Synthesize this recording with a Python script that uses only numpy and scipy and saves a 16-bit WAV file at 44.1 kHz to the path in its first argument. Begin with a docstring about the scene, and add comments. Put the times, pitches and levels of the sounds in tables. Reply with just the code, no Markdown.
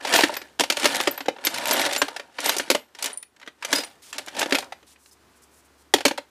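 """Steel sockets clack together in a sheet-metal tool drawer, close to one microphone in a humming workshop.
A gloved hand rummages through them: they roll and chatter, thump the drawer bottom and now and then
ring out very high. One is lifted, held for a second while the sleeve rustles, and dropped back
on the heap. The walls give a short, quiet answer."""
import sys
import numpy as np
from scipy import signal
from scipy.fft import rfft, irfft, next_fast_len
from scipy.io import wavfile
from scipy.ndimage import map_coordinates

SR = 44100
rng = np.random.default_rng(int(sys.argv[2]) if len(sys.argv) > 2 else 0)


def pcm_store(signal):
    """Save signal as 16-bit PCM."""
    levels = np.round(np.clip(np.atleast_2d(signal), -1, 1) * 32767)
    wavfile.write(sys.argv[1], SR, levels.astype(np.int16).T)


N = 277830

# modes of the drawer bottom, damped by its load: pitch_hz, level_db, t60_s
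DRAWER_MODES = [(113, -21.5, .16), (248, -15.5, 0.056), (278.3, -7.5, 0.092), (301, 1.5, 0.025),
                (394, 1, .022), (455, -0.5, 0.026), (533.3, -1.5, 0.034), (585, -5, 0.046),
                (670, -7, 0.028), (790.4, -6, 0.026), (927.5, -8.5, 0.039), (1450, -11.5, 0.015),
                (1760, -11.5, .025), (3182, -6.5, 0.0075)]


def amp(db):
    """Decibels to gain."""
    return 10 ** (np.asarray(db) / 20)


def unit(x):
    """Scaled to rms 1."""
    return x / np.sqrt(np.mean(x ** 2) + 1e-20)


def along(points, hz):
    """Read (Hz, value) points on a log frequency axis."""
    point_hz, values = np.transpose(points)
    return np.interp(np.log(hz + 1), np.log(point_hz), values)


def fade(t, t60):
    """Free decay: 60 dB down after t60 seconds."""
    return np.exp(-np.log(1000) * t / np.maximum(t60, 1e-3))


def wobble(per_s, size):
    """A smooth random curve with per_s knots a second."""
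    knots = rng.standard_normal(int(size * per_s / SR) + 4)
    return map_coordinates(knots, [np.arange(size) * per_s / SR], order=2)


def filtered(x, gain):
    """Apply a gain that depends on frequency."""
    size = next_fast_len(len(x) + 2048)
    return irfft(rfft(x, size) * gain(np.fft.rfftfreq(size, 1 / SR)), size)[:len(x)]


def coloured(x, colour):
    """Shape x by (Hz, dB) points and scale it to rms 1."""
    return unit(filtered(x, lambda hz: amp(along(colour, hz))))


def add(track, start_s, sound):
    """Mix a sound into the track."""
    part = track[max(round(start_s * SR), 0):][:len(sound)]
    part += sound[:len(part)]


def room_tone(hum_hz):
    """Workshop air and a low machine hum, each drifting in level."""
    # background levels: time_s, air_db, hum_db
    levels = [(0, -59, -68), (2.3, -63.5, -82.5), (3.3, -67, -79.5), (4.5, -53, -73), (5.05, -64.5, -70),
              (5.25, -58.5, -70), (5.9, -60, -65.5), (6.3, -61, -77)]
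    # spectrum of the air: frequency_hz, level_db
    air_colour = [(30, -12), (110, -5.5), (170, -6), (270, -1), (400, -2), (550, -7.5), (950, -6),
                  (1500, -8), (2300, -13), (8000, -19.5), (15000, -26.5)]
    t = np.arange(N) / SR
    time_s, air_db, hum_db = np.transpose(levels)
    air = coloured(rng.standard_normal(N), air_colour)
    hum = unit(np.sin(2 * np.pi * hum_hz * t))
    return amp(np.interp(t, time_s, air_db)) * air + amp(np.interp(t, time_s, hum_db)) * hum


def clack(t, edge_db, t60, ping_db=-3, ping_t60=0.031, pings=8):
    """Steel on steel: the heap chokes the dense modes within milliseconds; a few stand out as pings."""
    # spectrum of a contact: frequency_hz, level_db
    colour = [(350, -44.5), (600, -38.5), (633, -18), (911, -9), (1110, -8.5), (1790, -6), (2220, -5),
              (4460, -6.5), (7350, -11.5), (8410, -15), (9620, -15), (10700, -18), (11900, -21),
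              (15000, -27)]
    ping_hz = rng.uniform(1479, 13500, (pings, 1))
    ping = np.sum(np.sin(2 * np.pi * ping_hz * t), axis=0) / np.sqrt(pings)
    burst = rng.standard_normal(len(t)) * fade(t, t60) + amp(ping_db) * ping * fade(t, ping_t60)
    # the harder the contact, the faster it builds and the more treble it holds
    attack = 1 - fade(t, 0.004 * amp(-(edge_db + 8) / 2))
    treble = [(1800, 0), (8500, edge_db + 13)]
    return filtered(burst * attack, lambda hz: amp(along(colour, hz) + along(treble, hz)))


def thud(t, tilt_db, scatter_db=5, detune=0.019, rise_s=0.0012, bass_db=-20.5):
    """The drawer bottom flexes; the spot and its load favour the low or the hollow upper modes."""
    hz, db, t60 = np.transpose(DRAWER_MODES)[:, :, None]
    level_draw, pitch_draw = rng.standard_normal((2,) + hz.shape)
    tilt_share = along([(270, -1), (850, 0.7), (1800, 0)], hz)
    polarity = (-1) ** np.arange(len(hz))[:, None]
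    strength = polarity * amp(db + tilt_db * tilt_share + scatter_db * level_draw)
    modes = strength * np.sin(2 * np.pi * hz * (1 + detune * pitch_draw) * t) * fade(t, t60)
    flex = np.sum(modes, axis=0) * (1 - fade(t, rise_s))
    # a small open sheet radiates little bass
    sound = signal.lfilter(*signal.butter(4, 245, "highpass", fs=SR), flex) + amp(bass_db) * flex
    return sound / np.sqrt(np.mean(sound[:SR // 100] ** 2))  # rms 1 over the first 10 ms


def knocks(blows):
    """Sockets strike each other and the drawer: a clack and a thud for each blow."""
    out, t = np.zeros(N), np.arange(SR // 9) / SR
    for start_s, db, thud_db, tilt_db, edge_db in blows:
        t60 = 0.046 * amp(0.071 * db)  # a light tap stirs fewer neighbours, so it is over sooner
        steel = amp(2.5) * clack(t, edge_db, t60)
        drawer = amp(thud_db - 8.5) * thud(t, tilt_db)
        add(out, start_s, amp(db) * (steel + drawer))
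    return out


def hand_pushes(roll_range_db=30.5, chatter_range_db=37):
    """Rolling and chatter levels in dB: each push swells, holds and settles; the strongest leads."""
    # pushes through the heap: peak_s, rise_s, hold_s, settle_s, roll_db, chatter_offset_db
    pushes = [(0.144, 0.18, 0.013, 0.31, -27.5, 5), (0.816, 0.18, 0.16, 0.38, -35, 3),
              (1.56, 0.28, 0.24, 0.14, -37, 2), (1.712, 0.27, 0.094, 0.47, -29.5, 2),
              (2.45, 0.13, 0.046, 0.36, -35.5, 5.5), (3.051, 0.12, 0.0061, 0.16, -41, 8),
              (3.459, 0.21, 0.017, 0.094, -63, -3.5), (3.747, 0.15, 0.0189, 0.18, -35, 6.5),
              (4.151, 0.035, 0.0085, 0.25, -47, 3), (4.4, 0.13, 0.017, 0.08, -33.5, 1.5),
              (4.54, 0.17, 0.011, 0.17, -34, -4.5)]
    t, roll_db, chatter_db = np.arange(N) / SR, [], []
    for peak_s, rise_s, hold_s, settle_s, db, offset_db in pushes:
        slack = np.maximum(peak_s - t, 0) / rise_s + np.maximum(t - peak_s - hold_s, 0) / settle_s
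        roll_db.append(db - roll_range_db * slack)
        chatter_db.append(db + offset_db - chatter_range_db * slack)  # starts later, stops sooner
    return np.max(roll_db, axis=0), np.max(chatter_db, axis=0)


def rolling(per_s, spread_db, wander_db):
    """Sockets bump along the drawer bottom; its modes come and go as they cross it. Rms 1."""
    # tone shaping of the rumble: frequency_hz, gain_db
    colour = [(30, -29), (110, -14.5), (200, -10), (275, -2.5), (330, -8.5), (450, -5), (560, -1), (680, 3),
              (900, 2.5), (1200, 10), (1750, 5.5), (2600, 1), (5000, -20)]
    out, t = np.zeros(N), np.arange(SR // 8) / SR
    bumps = (rng.random(N) < per_s / SR) * amp(spread_db * rng.standard_normal(N))
    bumps *= rng.choice([-1, 1], N)
    for k, (hz, db, t60) in enumerate(DRAWER_MODES):
        mode = (-1) ** k * amp(db) * np.sin(2 * np.pi * hz * t) * fade(t, t60)
        wander = np.repeat(wobble(700, N // 100 + 1), 100)[:N]  # stretched to 7 knots a second
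        out += signal.oaconvolve(bumps, mode)[:N] * amp(wander_db * wander)
    return coloured(out, colour)


def chatter(per_s, spread_db, t60, rise_s, sockets):
    """Dense little clinks between neighbours, each socket with its own briefly ringing modes. Rms 1."""
    # spectrum of the clinks: frequency_hz, level_db
    colour = [(100, -38), (600, -16), (1500, 2), (2400, 3.5), (4000, 1.5), (6000, -5), (9500, -7),
              (12300, -16.5), (15000, -72.5)]
    out, t = np.zeros(N), np.arange(SR // 16) / SR
    mode_hz = rng.uniform(1000, 14000, (sockets, 26, 1))
    modes = np.sin(2 * np.pi * (mode_hz * t + rng.random(mode_hz.shape)))
    clinks = np.sum(modes, axis=1) * fade(t, t60) * (1 - fade(t, rise_s))
    for i in np.flatnonzero(rng.random(N) < per_s / SR):
        add(out, i / SR, amp(spread_db * rng.standard_normal()) * clinks[rng.integers(sockets)])
    return coloured(out, colour)


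def rim_ticks(roll_db, max_per_s=54, full_rate_db=-35, spread_db=7):
    """Rims snap past each other, more often under a harder push: a click that leaves two brief rings."""
    # spectrum of the click: frequency_hz, level_db
    colour = [(500, -34), (2000, 5.5), (4500, -1), (9000, -4.5), (12500, -11.5), (15000, -24.5)]
    out, t = np.zeros(N), np.arange(SR // 20) / SR
    per_s = max_per_s * np.minimum(amp(roll_db - full_rate_db), 1)
    for i in np.flatnonzero(rng.random(N) < per_s / SR):
        ring_hz = rng.uniform([[1500], [11000]], [[7500], [12700]])
        ring = np.sum(np.sin(2 * np.pi * ring_hz * t), axis=0) * fade(t, t60=0.014)
        click = coloured(rng.standard_normal(len(t)), colour) * fade(t, t60=0.017)
        db = roll_db[i] + 6 - spread_db * rng.standard_normal()
        add(out, i / SR, amp(db) * (click + amp(-7.5) * ring))
    return out


def stray_blows(roll_db, per_s=3.3, lift_db=12, thud_db=-26.5, tilt_db=7.5, edge_db=-5.5, spread_db=1.5):
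    """Light blows at random moments, their strength following the push that sets them off."""
    starts = np.flatnonzero(rng.random(N) < per_s / SR)
    scatter_db = spread_db * rng.standard_normal((N, 3))[starts]
    return [(i / SR, roll_db[i] + lift_db + louder, thud_db + deeper, tilt_db, edge_db + harder)
            for i, (louder, deeper, harder) in zip(starts, scatter_db)]


def rocking_blows():
    """A socket rocks from end to end: evenly spaced blows that change level in equal steps."""
    # rocking sockets: start_s, first_db, thud_db, tilt_db, edge_db, gap_s, step_db, contacts
    rattles = [(0.138, -1.5, -15.5, -3, -13, 0.022, -0.5, 2), (0.596, -4, -8.5, -2, -12.5, .0105, 1.5, 2),
               (0.831, -9, -13, -4.5, -16.5, 0.012, 6.5, 3), (1.363, -22.5, -12, 15, -32, 0.022, 1, 2),
               (2.701, -0.5, -9, -5, -11, .011, -4.5, 2), (3.414, -20.5, -33, -1, -31, 0.013, 0, 2),
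               (3.025, -16, -16, 8.5, -2, 0.017, -0.5, 3), (4.35, -22.5, -6.5, 6, -15, 0.016, 5.5, 2),
               (4.415, -3.5, -15, 5.5, -23.5, 0.013, 0, 2),
               (4.523, 1.5, -12.5, -4.5, -22.5, 0.023, -5.5, 2),
               (4.585, -11, -8.5, 10.5, -11, 0.022, -17, 3), (5.96, -11.5, -14, 8, -23, 0.023, 1, 3),
               (6.052, 2, -9.5, -4, -13, 0.011, -7, 2)]
    return [(start_s + k * gap_s, db + k * step_db, thud_db, tilt_db, edge_db)
            for start_s, db, thud_db, tilt_db, edge_db, gap_s, step_db, contacts in rattles
            for k in range(round(contacts))]


def socket_rings(blur_rad=4.6, flutter_db=2, rise_s=0.0016):
    """Loose sockets ring like tiny bells; rattling on neighbours blurs the pitch and roughens the level. A
    faint, narrow 5 kHz tone at 5.1 s is made the same way."""
    # sockets left free to ring, and one faint narrow tone at 5.1 s: start_s, pitch_hz, level_db, t60_s
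    rings = [(0.152, 14360, -28, .24), (0.16, 1900, -11, 0.03), (0.165, 13100, -27, .07),
             (0.214, 874, -16, 0.039), (0.369, 12400, -19, 0.023), (0.369, 5000, -34, 0.1),
             (0.372, 14450, -40, 0.1), (0.855, 14460, -40, .25), (1.111, 12080, -22, 0.047),
             (1.177, 12100, -20.5, .025), (1.45, 11760, -14.5, 0.073), (1.674, 12370, -21, 0.024),
             (1.729, 12200, -18.5, 0.079), (1.807, 12400, -26, .06), (1.98, 12000, -27.5, 0.14),
             (1.98, 9640, -32, .12), (1.979, 7230, -24, 0.11), (2.017, 1600, -9, 0.04),
             (2.444, 11960, -24, 0.028), (2.459, 11800, -26.5, 0.15), (2.489, 12960, -14, 0.034),
             (2.597, 1733, -17.5, 0.044), (2.716, 14400, -39, 0.13), (2.712, 12520, -43.5, 0.35),
             (3.13, 9420, -31, 0.071), (3.174, 9460, -23, 0.049), (3.227, 9600, -24, 0.014),
             (3.728, 14645, -37, 0.31), (3.727, 12660, -36, 0.32), (3.755, 4980, -20, 0.18),
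             (3.762, 9900, -22.5, 0.039), (3.785, 4970, -23, 0.085), (3.846, 9500, -30.5, 0.049),
             (4.129, 7470, -31.5, 0.047), (4.394, 12300, -33.5, 0.06), (4.415, 11200, -35, 0.073),
             (4.54, 12300, -38, 0.16), (4.588, 12290, -43, 0.092), (5.112, 5140, -51, .09),
             (5.94, 3060, -4.5, 0.02)]
    out = np.zeros(N)
    for start_s, hz, db, t60 in rings:
        t = np.arange(int(t60 * SR)) / SR
        drift = blur_rad * np.cumsum(rng.standard_normal(len(t))) / np.sqrt(len(t))
        flutter = amp(flutter_db * wobble(per_s=330, size=len(t)))
        envelope = flutter * fade(t, t60) * (1 - fade(t, rise_s))
        add(out, start_s, amp(db - 0.5) * envelope * np.sin(2 * np.pi * hz * t + drift))
    return out


def sleeve(release_s=0.06, uneven_db=0.5):
    """Cloth and glove rub with a soft, uneven hiss; light strokes hold only treble."""
    # strokes of the cloth: start_s, length_s, rise_s, level_db, low_cut_hz
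    rubs = [(4.02, 0.091, 0.01, -50, 910), (4.864, 0.07, 0.027, -55.5, 1500),
            (4.977, 0.12, 0.22, -59, 4500), (5.109, 0.024, 0.056, -54, 4430),
            (5.349, 0.028, 0.14, -58.5, 4540), (5.415, 0.024, 0.073, -53, 4560),
            (5.505, 0.098, 0.14, -60.5, 5000), (5.641, 0.022, 0.061, -60.5, 4970),
            (5.776, 0.047, 0.074, -61.5, 3480)]
    # spectrum of the rubbing: frequency_hz, level_db
    colour = [(300, -5), (1500, 16), (3500, 20.5), (5500, 21), (9500, 20), (12000, 14), (15000, 8.5)]
    out, t = np.zeros(N), np.arange(SR // 3) / SR
    for start_s, length_s, rise_s, db, low_cut_hz in rubs:
        friction = coloured(rng.standard_normal(len(t)), colour)
        hiss = unit(filtered(friction, lambda hz: 1 - 1 / (1 + (hz / low_cut_hz) ** 4)))
        stroke = (1 - fade(t, rise_s)) * fade(np.maximum(t - length_s, 0), release_s)
        add(out, start_s, amp(db - uneven_db * wobble(per_s=112, size=len(t))) * stroke * hiss)
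    return out


def workshop_reverb(near, build_up_s, wet_db):
    """The walls return a short, diffuse tail in which the bass lasts longest."""
    # decay of the room: frequency_hz, t60_s
    walls = [(150, 0.26), (500, 0.15), (2000, 0.18), (6000, 0.16), (14000, 0.18)]
    hz, t, spectrum = signal.stft(rng.standard_normal(SR), SR, nperseg=256)
    envelope = fade(t, along(walls, hz)[:, None]) * (1 - fade(t, build_up_s))
    _, tail = signal.istft(spectrum * envelope, SR, nperseg=256)
    return amp(wet_db) * signal.fftconvolve(near, tail / np.linalg.norm(tail))[:N]


def scene():
    """The drawer close up, with the workshop behind it, in mono."""
    # single blows of a socket: start_s, level_db, thud_db, tilt_db, edge_db
    # (tilt favours the drawer's upper modes, edge brightens the steel)
    single_blows = [(0.009, -20, -22, 2, -26), (0.049, -7, -11, 10.5, -22.5), (0.071, -8, -30.5, -2, -20.5),
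                    (0.126, -3, -24, 1.0, -19), (0.188, 0.5, -8, 6, -22), (0.207, -1.5, -14.5, 5, -19),
                    (0.235, 5, -12, 0.5, -22.5), (0.294, -10.5, -5.5, 12, -35),
                    (0.326, -22.5, -3.5, 3, -31), (0.341, -13.5, -29, 9, -23), (0.366, -9, -22, 8.0, -21.5),
                    (0.416, -18.5, -17, -4, -20), (0.591, -22, -6, 3, -11), (0.636, -6.5, -12, 11, -17),
                    (0.7, 1.5, -20.5, -5.5, -17), (0.722, -9.5, -15.5, 1.0, -12),
                    (0.769, -6, -13, 4.5, -16.5), (0.797, -24, -23.5, 8, 0), (0.947, -9.5, -11.5, 3, -15),
                    (1.001, -1, -17, 2.0, -24.5), (1.073, 2, -10.5, -1.5, -24),
                    (1.177, -9.5, -17.5, 16, -31), (1.205, -6.5, -19, -5, -28.5),
                    (1.258, -17, -13.5, -2.0, -22.5), (1.283, -4.5, -3, 2, -25),
                    (1.439, -16.5, -13.5, 8.0, -21), (1.449, -12.5, -16, 0.5, -11.5),
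                    (1.46, -13, -28, -12, -11), (1.469, -2, -17.5, -1, -13), (1.542, -14, -31, 8.0, -10.5),
                    (1.56, -15, -20, 17, -17), (1.682, -17, -14, 13, -5), (1.71, -10, -5, 12, -3.5),
                    (1.851, -7.5, -14.5, 2.5, -15.5), (1.861, -3, -16, 3, -20), (1.91, -9, -19, 1.5, -21),
                    (1.931, -11.5, -34, -10, -10), (1.949, -10, -17, 2.5, -16), (1.962, -5, -17, 11, -16),
                    (2.017, 1.5, -14.5, -5, -18.5), (2.082, -10, -14, 6.0, -23.5),
                    (2.163, -12, -16, 14, -18.5), (2.196, -14, -15, 0.5, -24), (2.385, -5, -19, -1.5, -31),
                    (2.403, -22.5, -18.5, 8, -3), (2.459, -15, -0.5, -2, -0.5),
                    (2.493, -2, -12, 4.5, -13.5), (2.566, -17.5, -4.5, -4, -2.5), (2.584, -24.5, -9, 20, 9),
                    (2.598, -4.5, -14, 1, -23), (2.677, -19, -17, -7, -35), (2.748, 0, -11, 3.5, -22.5),
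                    (2.949, -24.5, -21, -2, -17.5), (2.987, -19, -40.5, 0.0, -18.5),
                    (3.099, -24.5, -11, -2, -22), (3.228, -24.5, -37, 0.0, -21.5),
                    (3.363, -33, -28, -11, -22.5), (3.398, -34, -26, 3, -17), (3.462, -27, -24, -1, -24),
                    (3.475, -13, -20.5, -1, -28.5), (3.624, -11, -37, 2.0, -25),
                    (3.636, -16, -47, 3.0, -31), (3.648, -12.5, -15.5, 6.0, -10.5),
                    (3.716, -25.5, -7, -11, -5), (3.728, 0.5, -16, -3.0, -13.5),
                    (3.783, -15.5, -5, 2.0, -7), (3.835, -16, -18, 2, -16), (4.128, -16, -35, 1.0, -16.5),
                    (4.141, -21, -30, -1.0, -21), (4.182, -11, -21, 4, -12), (4.19, -17.5, -10, 4, -25),
                    (4.262, -34, -28, 0.5, -1.5), (4.273, -18.5, -14, 5.0, -27),
                    (4.282, -14.5, -34, -4, -19.5), (4.375, -12, -18, 0, -31),
                    (4.393, -18, -19.5, 1.0, 0.5), (4.459, -16, -3, 1, -19), (4.508, -14.5, -25, 1.5, -17),
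                    (4.555, -3.5, -18, 10.0, -24.5), (4.625, -10.5, -19, 21, -47),
                    (4.722, -13.5, -13.5, 21.5, -26), (4.828, -34.5, -13, 3, -21),
                    (4.959, -30.5, -30.5, 3, -32.5), (5.059, -38, -27.5, 0.5, -13),
                    (5.938, 1.5, -6, -2.5, -12), (6.08, -7.5, -14, 0.0, -12.5), (6.11, -9, -7, 1.5, -25),
                    (6.176, -17.5, -26, 11.5, -14.5), (6.18, -10.5, -8.5, 11.5, -26)]
    roll_db, chatter_db = hand_pushes()
    near = knocks(single_blows + rocking_blows()) + socket_rings()
    near += amp(roll_db + 3.5) * rolling(per_s=900, spread_db=2.5, wander_db=1.8)
    near += amp(chatter_db + 0.9) * chatter(per_s=520, spread_db=2.7, t60=0.04, rise_s=0.0015, sockets=120)
    near += sleeve() + rim_ticks(roll_db) + knocks(stray_blows(roll_db))
    return (near + workshop_reverb(near, build_up_s=0.071, wet_db=-14.5) + room_tone(hum_hz=71.3))[None]


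def record(dry):
    """The microphone sheds deep bass, clips at full scale and cuts off the highest treble."""
    low_cut_hz, top_hz = 55, 15150
    lean = signal.sosfilt(signal.butter(2, low_cut_hz, "highpass", fs=SR, output="sos"), dry[0])
    return filtered(np.clip(lean, -1, 1), lambda hz: 1 / np.sqrt(1 + (hz / top_hz) ** 200))[None]


dry = scene()
out = record(dry)
pcm_store(out)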